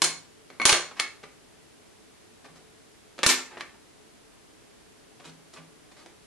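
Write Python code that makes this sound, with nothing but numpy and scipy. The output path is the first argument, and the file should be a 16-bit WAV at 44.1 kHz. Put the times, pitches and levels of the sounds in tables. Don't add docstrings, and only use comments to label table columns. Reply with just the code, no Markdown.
import sys
import numpy as np
from scipy import signal
from scipy.fft import rfft, irfft
from scipy.io import wavfile
from scipy.ndimage import uniform_filter1d

SR = 44100
rng = np.random.default_rng(int(sys.argv[2]) if len(sys.argv) > 2 else 0)


def output_pcm(signal):
    pcm = np.clip(np.atleast_2d(signal).T, -1, 1) * 32767
    wavfile.write(sys.argv[1], SR, np.round(pcm).astype(np.int16))


N = 276066


def amp(db):
    return 10 ** (np.asarray(db) / 20)


def evened(x):
    return x / np.sqrt(np.mean(x ** 2) + 1e-20)


def read(points, hz):
    table_hz, value = np.transpose(points)
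    return np.interp(np.log(hz + 1), np.log(table_hz + 1), value)


def add(mix, start_s, sound):
    part = mix[:, max(round(start_s * SR), 0):][:, :sound.shape[-1]]
    part += sound[..., :part.shape[-1]]


def convolve(a, b):
    return signal.fftconvolve(np.atleast_2d(a), np.atleast_2d(b), axes=1)


def noise_pair(length, likeness, colour=None):
    hz = np.fft.rfftfreq(length, 1 / SR)
    a, b = rfft(rng.standard_normal((2, length)))
    same = np.clip(read(likeness, hz), -1, 1)
    mid = a * np.sqrt((1 + same) / 2)
    side = b * np.sqrt((1 - same) / 2)
    gain = 1 if colour is None else amp(read(colour, hz))
    return irfft(np.array([mid + side, mid - side]) * gain, length)


# frequency in Hz, relative level in dB.
HISS_COLOUR = [(15, -52), (25, -12.5), (104, -7.5), (203, -5.5), (243, -5.5), (331, -3.5), (377, -7.5),
               (429, -1.5), (475, -11), (584, -10), (861, -13.5), (1240, -16), (1440, -16), (10300, -23),
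               (12000, -27.5), (15600, -62), (22000, -120)]
# frequency in Hz, likeness from -1 to 1.
HISS_LIKENESS = [(60, 0.0022), (150, -0.388), (500, -0.175), (2000, 0.285), (8000, -0.03)]
# frequency in Hz, rms level in dB.
FAN_HUM = [(328, -84), (436, -72.5)]


def background(hiss_db=-58, hum_width_hz=14):
    hiss = noise_pair(N, HISS_LIKENESS, HISS_COLOUR)
    hiss *= amp(hiss_db) / np.std(hiss.mean(0))
    f = np.fft.rfftfreq(N, 1 / SR)
    hum = 0
    for hz, db in FAN_HUM:
        peak = 1 / (1 + ((f - hz) / hum_width_hz) ** 2)
        hum = hum + amp(db) * evened(irfft(rfft(rng.standard_normal(N)) * peak, N))
    return hiss + hum


# frequency in Hz, likeness from 0 to 1.
LIKENESS = [(100, 0.85), (1200, 0.81), (2600, 0.7), (5000, 0), (12000, 0.18)]


def ring(modes):
    t, out = np.arange(SR // 2) / SR, 0
    for hz, db, t60 in modes:
        apart = np.arccos(np.clip(read(LIKENESS, hz), -1, 1)) * rng.choice([-1, 1]) / 2
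        wave = np.cos(2 * np.pi * hz * t + np.array([[apart], [-apart]]))
        out = out + amp(db - 60 * t / t60) * wave
    return out


def tail(db, t60s, rise_s, colour=None):
    hz, t, z = signal.stft(noise_pair(SR * 3 // 4, LIKENESS, colour), SR, nperseg=256)
    decay = np.exp(-np.log(1000) * t / read(t60s, hz)[:, None])
    echoes = signal.istft(z * decay, SR, nperseg=256)[1]
    echoes *= 1 - np.exp(-np.arange(echoes.shape[1]) / SR / rise_s)
    return echoes * amp(db) / np.linalg.norm(echoes[0])


# frequency in Hz, time to die by 60 dB in seconds.
ROOM_DECAY = [(150, 0.2457), (400, 0.3644), (1040, 0.403), (2760, 0.3239), (7280, 0.3439), (11000, 0.2339)]
# frequency in Hz, relative level in dB.
ROOM_TONE = [(100, -1), (400, 4), (1200, -2), (2300, 1.33), (4500, -1.5), (9000, -0.01)]
# frequency in Hz, time to die by 60 dB in seconds.
SCATTER_DECAY = [(500, 0.0728), (3000, 0.04), (9000, 0.1053)]


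def response(modes, scatter_db, room_db):
    path = tail(room_db, ROOM_DECAY, rise_s=0.00152, colour=ROOM_TONE)
    path[:, 0] += 1
    out = convolve(modes, path)
    add(out, 0, path)
    add(out, 0, tail(scatter_db, SCATTER_DECAY, rise_s=0.0001))
    return out


# frequency in Hz, level in dB before the touch drives it,
# time to die by 60 dB in seconds.
BOARD_MODES = [(162.36, -54, 0.537), (260, -54.5, 0.461), (349.8, -48.5, 0.154), (795, -61, 0.14),
               (1174.3, -45.5, 0.0367), (1930, -72, 0.062)]
# start in seconds, strength in dB.
LEAN_TIMES = [(0.023, 13.5), (2.492, 5), (3.264, 4.5), (5.264, 11.5), (5.579, 10.5)]


def leans(touch_s=0.00469, build_s=0.0119):
    out, push = np.zeros((2, N)), np.hanning(int(touch_s * SR))
    for start_s, db in LEAN_TIMES:
        boom = convolve(push / push.sum(), ring(BOARD_MODES))
        build_up = 1 - np.exp(-np.arange(boom.shape[1]) / SR / build_s)
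        add(out, start_s, amp(db) * boom * build_up)
    return out


# start in seconds, strength in dB before the left-right balance.
THUMP_TIMES = [(0.654, -8), (0.726, -18.5), (3.2639, -10)]


def thumps(pulse_s=0.00186):
    out, u = np.zeros((2, N)), np.arange(SR // 10) / SR / pulse_s
    pulse = (1 - u / 2) * np.exp(-u) * (1 - np.exp(-8 * u))
    for start_s, db in THUMP_TIMES:
        add(out, start_s, amp(db) * pulse)
    return out * amp([[2.2], [-2.2]])


# frequency in Hz, relative level in dB.
CLICK_COLOUR = [(30, -24.5), (110, -19), (250, -7), (500, -4), (1100, -1), (2200, -3), (3300, -2),
                (4500, -1), (7000, -4.5), (9000, -8.5), (10500, -12.5), (12000, -22.5)]


def contact(length_s, knock_db, edge_db, swell=0, size=4096):
    count = max(int(length_s * SR), 16)
    u = np.linspace(0, 1, count)
    slaps = rng.standard_normal(count) * rng.exponential(1, count) * (1 - 0.804 * u)
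    if swell:
        points = count // 120 + 2
        slips = np.interp(u, np.linspace(0, 1, points), rng.standard_normal(points))
        slaps *= np.minimum(u / swell, 1) * amp(3 * slips)
    span = count + size
    spectrum, hz = rfft(slaps, span), np.fft.rfftfreq(span, 1 / SR)
    spectrum /= np.sqrt(uniform_filter1d(abs(spectrum) ** 2, size=span // 80) + 1e-12)
    knock = knock_db * read([(50, 0.28), (250, 1), (600, 0.724), (1800, 0.013)], hz)
    edge = edge_db * read([(2200, 0.0746), (4200, 0.576), (7500, 1)], hz)
    log_gain = irfft(np.log(amp(read(CLICK_COLOUR, hz) + knock + edge)), span)
    log_gain[1:span // 2] *= 2
    log_gain[span // 2 + 1:] = 0
    return irfft(spectrum * np.exp(rfft(log_gain)), span)[:count + size // 2]


# start in seconds, length in seconds, force in dB, extra treble in dB.
SCUFF_TIMES = [ (0.911, 0.0087, -10, -23), (0.958, 0.057, -6, -14.5), (1.228, 0.0166, -15.5, -11),
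               (2.442, 0.0272, -11.5, -14.5), (2.553, 0.0323, -19.5, -6), (3.502, 0.0692, -6, -25),
               (3.574, 0.0123, -10, -16), (3.595, 0.021, -10, -12), (3.741, 0.01206, -21.5, -27.5),
               (5.195, 0.0237, -14.5, -16), (5.237, 0.0646, -10, -5.5), (5.528, 0.038, -16.5, -0.5),
               (5.559, 0.0308, -9.5, -15), (5.913, 0.0111, -21, -8), (5.957, 0.0805, -15.5, -8)]


def scuffs(knock_db=-2.5, knock_db_per_db=-0.58):
    out = np.zeros((2, N))
    for start_s, length_s, db, edge_db in SCUFF_TIMES:
        slide = contact(length_s, knock_db + knock_db_per_db * db, edge_db, swell=0.271)
        board = response(ring(BOARD_MODES), scatter_db=1.5, room_db=-1.0)
        add(out, start_s, amp(db) * convolve(slide, board))
    return out


# frequency in Hz, level in dB before the touch scales it, time to die by 60 dB in seconds.
PART_MODES = [
    [(1092, -46, .18), (1550, -45, .1), (2050, -45, .14), (2190, -39, .15), (2280, -36, .05),
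     (4230, -32, .06), (4352, -41, .14), (6240, -44.5, 0.089), (6032, -32, 0.065), (6927, -35.5, 0.091),
     (7740, -44, .09), (8446, -48, 0.162), (9403, -26.5, 0.061), (9510, -28.5, 0.136), (11020, -30, 0.109),
     (11140, -46, 0.19)],
    [(1790, -43, .16), (2110, -39, .05), (2309, -42, .15), (2643, -40, .07), (4230, -44, .03),
     (7226, -38, .12), (8742, -46, .08), (11790, -30, .12)],
    [(1828.5, -25.5, .09), (1948, -29, 0.047)],
]


def strike(part, length_s, knock_db, edge_db, ring_db, room_db):
    part_modes = PART_MODES[min(round(part), len(PART_MODES) - 1)]
    modes = amp(ring_db) * ring(part_modes) + ring(BOARD_MODES)
    touch = contact(length_s, knock_db, edge_db)
    return convolve(touch, response(modes, scatter_db=0.5, room_db=room_db))


# start in seconds, which part (0 or 1, the frames), force in dB, extra treble in dB.
NUDGE_TIMES = [(0.9943, 0, 1, -15), (0.9979, 0, 14, -7.5), (3.6080, 1, 4.5, -18)]


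def nudges(length_s=0.003, knock_db=-12, ring_db=-6.5, room_db=-3.5):
    out = np.zeros((2, N))
    for start_s, part, db, edge_db in NUDGE_TIMES:
        add(out, start_s, amp(db) * strike(part, length_s, knock_db, edge_db, ring_db, room_db))
    return out


# start in seconds, which part (0 and 1 are
# the frames, 2 the block; rounded to a whole number), length of the contact in seconds,
# force in dB, extra treble in dB, ring of the part in dB.
CLACK_TIMES = [ (0.0189, 0, 0.00293, 13.5, 2, -13.5), (0.0395, 0, 0.0138, 6.5, 7, -3.5),
               (0.5020, 0, 0.00273, -11, -17.5, -10.5), (0.5990, 0, 0.00166, 1.5, -26.5, 11.5),
               (0.6160, 0, 0.00277, 6.5, -19.5, 2.5), (0.6540, 0, 0.000754, 21, 4, -3.5),
               (0.6925, 0, 0.01115, 20.5, -3.5, -11), (0.7281, 0, 0.00262, 18, -5.5, -10.5),
               (0.7590, 0, 0.0039, -1, -18.5, -15), (1.2360, 0.5, 0.007, -7, -21.5, -10.5),
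               (3.1810, 1, 0.00205, -12.5, -11.5, -11), (3.1900, 1, 0.0014, -1.5, -14, -19),
               (3.232, 1, .0023, 13.5, -7.5, -13.5), (3.2360, 1, 0.00246, 11.5, -8, 5.5),
               (3.2637, 1, 0.0015, 18, 4.5, -4.5), (3.289, 1, 0.03, 17, 0, -3.5),
               (3.5707, 1, 0.00219, -4, -34, -14.5), (6.0610, 2, 0.00168, -18.5, -4.5, -5.5)]
KNOCK_DB, KNOCK_DB_PER_DB = 2, -0.372
KNOCK_DB_PER_OCTAVE, TYPICAL_CONTACT_S = -1.6, 0.00266


def clacks():
    out = np.zeros((2, N))
    for start_s, part, length_s, db, edge_db, ring_db in CLACK_TIMES:
        doublings = np.log2(length_s / TYPICAL_CONTACT_S)
        knock_db = KNOCK_DB + KNOCK_DB_PER_DB * db + KNOCK_DB_PER_OCTAVE * doublings
        add(out, start_s, amp(db) * strike(part, length_s, knock_db, edge_db, ring_db, room_db=-0.5))
    return out


def scene():
    return background() + leans() + thumps() + scuffs() + nudges() + clacks()


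def lag(x, seconds):
    r = np.exp(-1 / (seconds * SR))
    return signal.lfilter([1 - r], [1, -r], x)


def record(dry, threshold_db=-13, recovery_db_per_s=200, squeeze=0.289, ceiling=0.604, edge_hz=12050):
    power_db = 10 * np.log10(lag((dry ** 2).mean(0), seconds=0.000513) + 1e-12)
    fall = np.arange(N) / SR * recovery_db_per_s
    held_db = np.maximum.accumulate(power_db + fall) - fall
    over_db = np.maximum(held_db - threshold_db, 0)
    ducked = dry * amp(-squeeze * lag(over_db, seconds=0.00015))
    clipped = ducked / (1 + (ducked / ceiling) ** 4) ** (1 / 4)
    low_pass = signal.firwin(301, edge_hz, window=("kaiser", 8), fs=SR)
    return signal.oaconvolve(clipped, low_pass[None], "same", axes=1)


dry = scene()
out = record(dry)
output_pcm(out)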